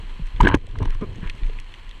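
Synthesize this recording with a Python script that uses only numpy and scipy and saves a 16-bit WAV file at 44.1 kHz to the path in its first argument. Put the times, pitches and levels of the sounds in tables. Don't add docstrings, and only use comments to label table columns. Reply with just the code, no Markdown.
import sys
import numpy as np
from scipy import signal
from scipy.fft import rfft, irfft, next_fast_len
from scipy.io import wavfile
from scipy.ndimage import map_coordinates

SR = 44100
rng = np.random.default_rng(int(sys.argv[2]) if len(sys.argv) > 2 else 0)


def master(y):
    cut = np.clip(np.atleast_2d(y).T, -1, 1)
    pcm = np.round(cut * 32767)
    wavfile.write(sys.argv[1], SR, pcm.astype(np.int16))


N = 88200

# (time [s], level [dB])
HISS_ENVELOPE = [(0, -47.5), (.38, -49), (.45, -54), (.62, -56.5), (.8, -50.5), (1.05, -50.5),
                 (1.35, -48.5), (2, -50)]
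# (frequency [Hz], relative level [dB])
HISS_SPECTRUM = [(100, 6.5), (400, -2), (700, -7), (1030, 3.5), (1280, -4.5), (1650, -1.5), (2200, -2.5),
                 (3150, 0), (3650, -11.5), (4200, -5.5), (4800, -20), (6300, -22.5), (8200, -21),
                 (10000, -31), (12500, -32), (14000, -49), (16000, -61)]
# (frequency [Hz], relative level [dB])
SWAY_SPECTRUM = [(8, -33.5), (18, 1), (27, -1.5), (34, 1), (50, -26.5), (90, -25.5), (200, -74),
                 (1000, -140)]
# (time [s], relative level [dB])
CHURN_ENVELOPE = [(0, -38.5), (.13, -52.5), (.165, -38), (.24, -53.5), (.35, -51), (.39, -28.5), (.42, -15),
                  (.47, -18), (.51, -26.5), (.55, -15.5), (.58, -40.5), (.66, -41.5), (.73, -41),
                  (.83, -19), (.9, -38), (.98, -43.5), (1.06, -33), (1.12, -32.5), (1.27, -35),
                  (1.34, -45.5), (1.45, -37), (1.56, -43.5), (1.63, -53), (1.88, -60), (2, -53)]
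# (frequency [Hz], relative level [dB])
CHURN_SPECTRUM = [(25, 1.5), (55, 2.5), (105, 5.5), (160, -7.5), (280, -10), (420, -13.5), (600, -24.5),
                  (900, -33), (2000, -71), (6000, -120)]
# (time [s], relative treble level [dB], relative body level [dB])
NEAR_SNAPS = [(.2678, -48.5, -61), (.362, -61, -39.5), (.404, -38, -43), (.4095, -21, -40),
              (.4245, -43, -51), (.4309, -41, -29.5), (.4365, -43, -49), (.45, -39.5, -29),
              (.4715, -41, -25), (.481, -32, -48), (.4873, -32, -47), (.5445, -30, -26.5),
              (.5495, -30.5, -45), (.6674, -47.5, -45), (.7866, -43, -41), (.828, -41.5, -41),
              (.855, -45, -38), (.9048, -42.5, -39), (.9472, -47, -41.5), (1.1568, -48.5, -46),
              (1.2735, -52, -35), (1.2974, -39.5, -27), (1.3508, -51, -49), (1.433, -66, -40),
              (1.497, -57, -42.5), (1.5868, -60, -37.5), (1.5995, -39.5, -49), (1.722, -62, -47),
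              (1.7389, -52, -39), (1.8921, -47, -49.5), (1.9106, -55, -39)]
# (frequency [Hz], relative level [dB])
SNAP_TREBLE_SPECTRUM = [(500, -66), (3000, 1), (5400, -2.5), (6300, 2.5), (7300, -9.5), (8100, 0),
                        (8700, -12.5), (9300, -5.5), (10000, -14), (11700, -22.5), (14000, -28),
                        (16000, -43)]
# (frequency [Hz], relative level [dB])
SNAP_BODY_SPECTRUM = [(200, -56), (900, -51), (1500, -12), (1950, 3.5), (2600, -3), (3300, -1), (4200, -13),
                      (5200, -34), (9000, -56), (15000, -81)]
# (time [s], level [dB], pitch [Hz], T60 [s])
SHOVE_RINGS = [(.052, -21, 25.6, 0.55), (.219, -14, 28, 0.34), (.345, -14.5, 27.8, 0.52),
               (.406, -1, 34.1, 0.27), (.781, -17, 32.8, 0.22), (.868, -8, 22.27, 0.52),
               (1.257, -9.5, 24.6, 0.23), (1.427, -12.5, 25.3, 0.55)]
# (time [s], level [dB], pitch [Hz],
# T60 [s])
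SHELL_THUMPS = [(.196, -24, 159, 0.076), (.4025, -4, 101, 0.013), (.438, -6.5, 198, 0.041),
                (.449, -9.5, 333, 0.049), (.458, -9.5, 284, 0.018), (.469, -7.5, 369, 0.031),
                (.479, -14, 278, 0.085), (.5435, 2, 292, 0.025), (.676, -37, 550, 0.02),
                (.803, -23, 405, 0.059), (.816, -16.5, 104, 0.089), (.855, -27.5, 306, 0.056),
                (1.017, -21.5, 176.6, 0.13), (1.183, -29, 197, 0.053), (1.23, -21.5, 173, 0.066),
                (1.497, -30, 418, .035)]
# (time [s], low modes [dB], high modes [dB], crack [dB])
CONTACTS = [(.4027, -8, -44, -24), (0.4061, -4.5, -29, -26), (0.416, -38, -32, -35), (0.421, -44, -43, -43),
            (0.4312, -28, -36, -36), (0.443, -31, -21, -33), (0.4469, -25, -20.5, -29),
            (0.4552, -22, -14, -24), (0.4699, -23, -4, -16.5), (0.476, -23, -22, -39),
            (0.484, -29, -26, -24.5), (.487, -20, -41, -23.5), (.4983, -18, -33, -24),
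            (0.5118, -23, -30, -25), (.521, -20.5, -21.5, -30), (.5275, -21.5, -39, -40),
            (.533, -22, -41, -31), (0.5402, -24, -13.5, -17), (.5455, -19.5, -29, -29),
            (0.5511, -25, -33, -41), (.557, -27, -35.5, -46), (0.755, -36, -41.5, -39),
            (0.803, -35, -43, -56), (.8155, -32.5, -41, -48), (.821, -27.5, -50, -42),
            (.831, -26, -54, -49), (.854, -29.5, -47, -33), (.8745, -37.5, -58, -43.5)]
# (frequency [Hz], relative level [dB])
LOW_WALL_MODES = [(1000, 0), (1150, -9)]
# (frequency [Hz], relative level [dB])
HIGH_WALL_MODES = [(1620, -1.5), (1800, -14.5)]
# (frequency [Hz], relative level [dB])
CRACK_SPECTRUM = [(100, 8), (600, 0), (1200, 5.5), (1900, 0), (2400, -1.5), (2700, -4), (3050, 0.5),
                  (3500, -24), (4000, -9), (4700, -33), (8000, -42), (15000, -59)]
# (centre time [s], 1/e half-width [s], level [dB])
SWISH_PASSES = [(0.462, 0.046, -32), (0.919, 0.041, -46.5), (1.258, .034, -41.5)]
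# (frequency [Hz], relative level [dB])
SWISH_SPECTRUM = [(300, -25), (700, -29), (1000, 7.5), (1250, -3), (1650, 7.5), (2300, -4), (3200, -9.5),
                  (4500, -29), (9000, -38), (15000, -79)]
# (frequency [Hz], relative gain [dB])
SHELL_RESPONSE = [(50, 5), (190, 1), (430, -1), (640, -18), (850, -32), (1080, -7), (1400, -23),
                  (1850, -33.5), (2200, -25), (3000, -44), (6000, -68), (14000, -100)]


def amp(db):
    return 10 ** (np.asarray(db) / 20)


def gain_at(spectrum, hz):
    points_hz, points_db = np.transpose(spectrum)
    return amp(np.interp(np.log(hz + 1), np.log(points_hz + 1), points_db))


def curve(points):
    return np.interp(np.arange(N) / SR, *np.transpose(points))


def wobble(rate_hz):
    knots = rng.standard_normal(int(N * rate_hz / SR) + 4)
    return map_coordinates(knots, [np.arange(N) * rate_hz / SR])


def filtered(x, response):
    size = next_fast_len(N + SR // 2)
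    hz = np.fft.rfftfreq(size, 1 / SR)
    return irfft(rfft(x, size) * response(hz), size)[:N]


def noise(spectrum):
    x = filtered(rng.standard_normal(N), lambda hz: gain_at(spectrum, hz))
    return x / np.sqrt(np.mean(x ** 2) + 1e-20)


def minimum_phase(spectrum, size=4096):
    hz = np.fft.rfftfreq(size, 1 / SR)
    cepstrum = irfft(np.log(gain_at(spectrum, hz)))
    cepstrum[1:size // 2] *= 2
    cepstrum[size // 2 + 1:] = 0
    return irfft(np.exp(rfft(cepstrum)))


def add(track, start_s, sound):
    part = track[max(round(start_s * SR), 0):][:len(sound)]
    part += sound[:len(part)]


def fade(t60_s, rise_s):
    t = np.arange(int(1.5 * t60_s * SR) + 2) / SR
    return amp(-60 * t / t60_s) * (1 - np.exp(-(t / rise_s) ** 2))


def bursts(hits, spectrum, t60_s, rise_s):
    envelope = np.zeros(N)
    for start_s, db in hits:
        add(envelope, start_s, amp(db) * fade(t60_s, rise_s))
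    return envelope * noise(spectrum)


def damped_modes(blows, rise_s):
    out = np.zeros(N)
    for start_s, db, hz, t60_s in blows:
        envelope = amp(db) * fade(t60_s, rise_s)
        t = np.arange(len(envelope)) / SR
        add(out, start_s, envelope * np.sin(2 * np.pi * hz * t))
    return out


def hiss(flutter_db=0.8):
    level_db = curve(HISS_ENVELOPE) + flutter_db * wobble(rate_hz=29.1)
    return amp(level_db) * noise(HISS_SPECTRUM)


def sway(level_db=-32):
    return amp(level_db) * noise(SWAY_SPECTRUM)


def churn(gain_db=-2, flutter_db=4):
    level_db = curve(CHURN_ENVELOPE) + gain_db + flutter_db * wobble(rate_hz=60.48)
    return amp(level_db) * noise(CHURN_SPECTRUM)


def snaps(gain_db=5.5, rise_s=0.00067, far_per_s=50, far_floor_db=-61.5, far_spread_db=1.5):
    events = list(NEAR_SNAPS)
    for position, chance in rng.random((int(far_per_s * N / SR), 2)):
        far_db = far_floor_db - far_spread_db * np.log(chance)
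        events.append((position * N / SR, far_db, far_db + 7.5))
    treble_hits = [(start_s, db) for start_s, db, _ in events]
    body_hits = [(start_s, db) for start_s, _, db in events]
    treble = bursts(treble_hits, SNAP_TREBLE_SPECTRUM, t60_s=0.0095, rise_s=rise_s)
    body = bursts(body_hits, SNAP_BODY_SPECTRUM, t60_s=0.018, rise_s=rise_s)
    return amp(gain_db) * (treble + body)


def shoves():
    return damped_modes(SHOVE_RINGS, rise_s=0.0027)


def thumps():
    return damped_modes(SHELL_THUMPS, rise_s=0.00068)


def knocks(rise_s=0.0037, tail_db=-13.5, ring_gain_db=0.5, crack_gain_db=9, detune=0.015):
    tail = amp(tail_db) * fade(t60_s=0.047, rise_s=rise_s)
    t = np.arange(len(tail)) / SR
    swell = np.sin(np.pi * np.minimum(t / (2 * rise_s), 1)) ** 2
    envelope = amp(ring_gain_db) * (swell + tail)
    walls = np.zeros(N)
    for start_s, low_db, high_db, _ in CONTACTS:
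        for modes, group_db in ((LOW_WALL_MODES, low_db), (HIGH_WALL_MODES, high_db)):
            for hz, mode_db in modes:
                detuned_hz = hz * (1 + detune * rng.normal())
                tone = np.sin(2 * np.pi * detuned_hz * t)
                add(walls, start_s, amp(group_db + mode_db) * envelope * tone)
    crack_hits = [(start_s, db + crack_gain_db) for start_s, _, _, db in CONTACTS]
    return walls + bursts(crack_hits, CRACK_SPECTRUM, t60_s=0.019, rise_s=0.0017)


def swishes(flutter_db=2.5):
    flow = sum(amp(db) * np.exp(-((np.arange(N) / SR - centre_s) / half_width_s) ** 2)
               for centre_s, half_width_s, db in SWISH_PASSES)
    flutter = amp(flutter_db * wobble(rate_hz=250))
    return flow * flutter * noise(SWISH_SPECTRUM)


def grip_rub(start_s=1.007, length_s=0.046, level_db=-27.5, start_hz=271.6, slowing=0.4, jitter=0.22):
    progress = np.linspace(0, 1, int(length_s * SR))
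    unevenness = 1 + jitter * wobble(rate_hz=200)[:len(progress)]
    slip_hz = start_hz * (1 - slowing * progress) * unevenness
    slip_count = np.floor(np.cumsum(slip_hz) / SR)
    slips = np.diff(slip_count, prepend=0) * np.sin(np.pi * progress)
    shell = signal.fftconvolve(slips, minimum_phase(SHELL_RESPONSE))
    out = np.zeros(N)
    add(out, start_s, amp(level_db) * shell / np.std(shell[:len(progress)]))
    return out


def scene():
    water = sway() + churn() + swishes() + hiss()
    handling = thumps() + knocks() + grip_rub()
    return (water + shoves() + handling + snaps())[None]


def record(dry, ceiling=0.9, low_cut_hz=12, top_hz=15800):
    limited = dry[0] / (1 + np.abs(dry[0] / ceiling) ** 8) ** (1 / 8)
    return filtered(limited, lambda hz: (hz < top_hz) * hz ** 2 / (hz ** 2 + low_cut_hz ** 2))[None]


dry = scene()
out = record(dry)
master(out)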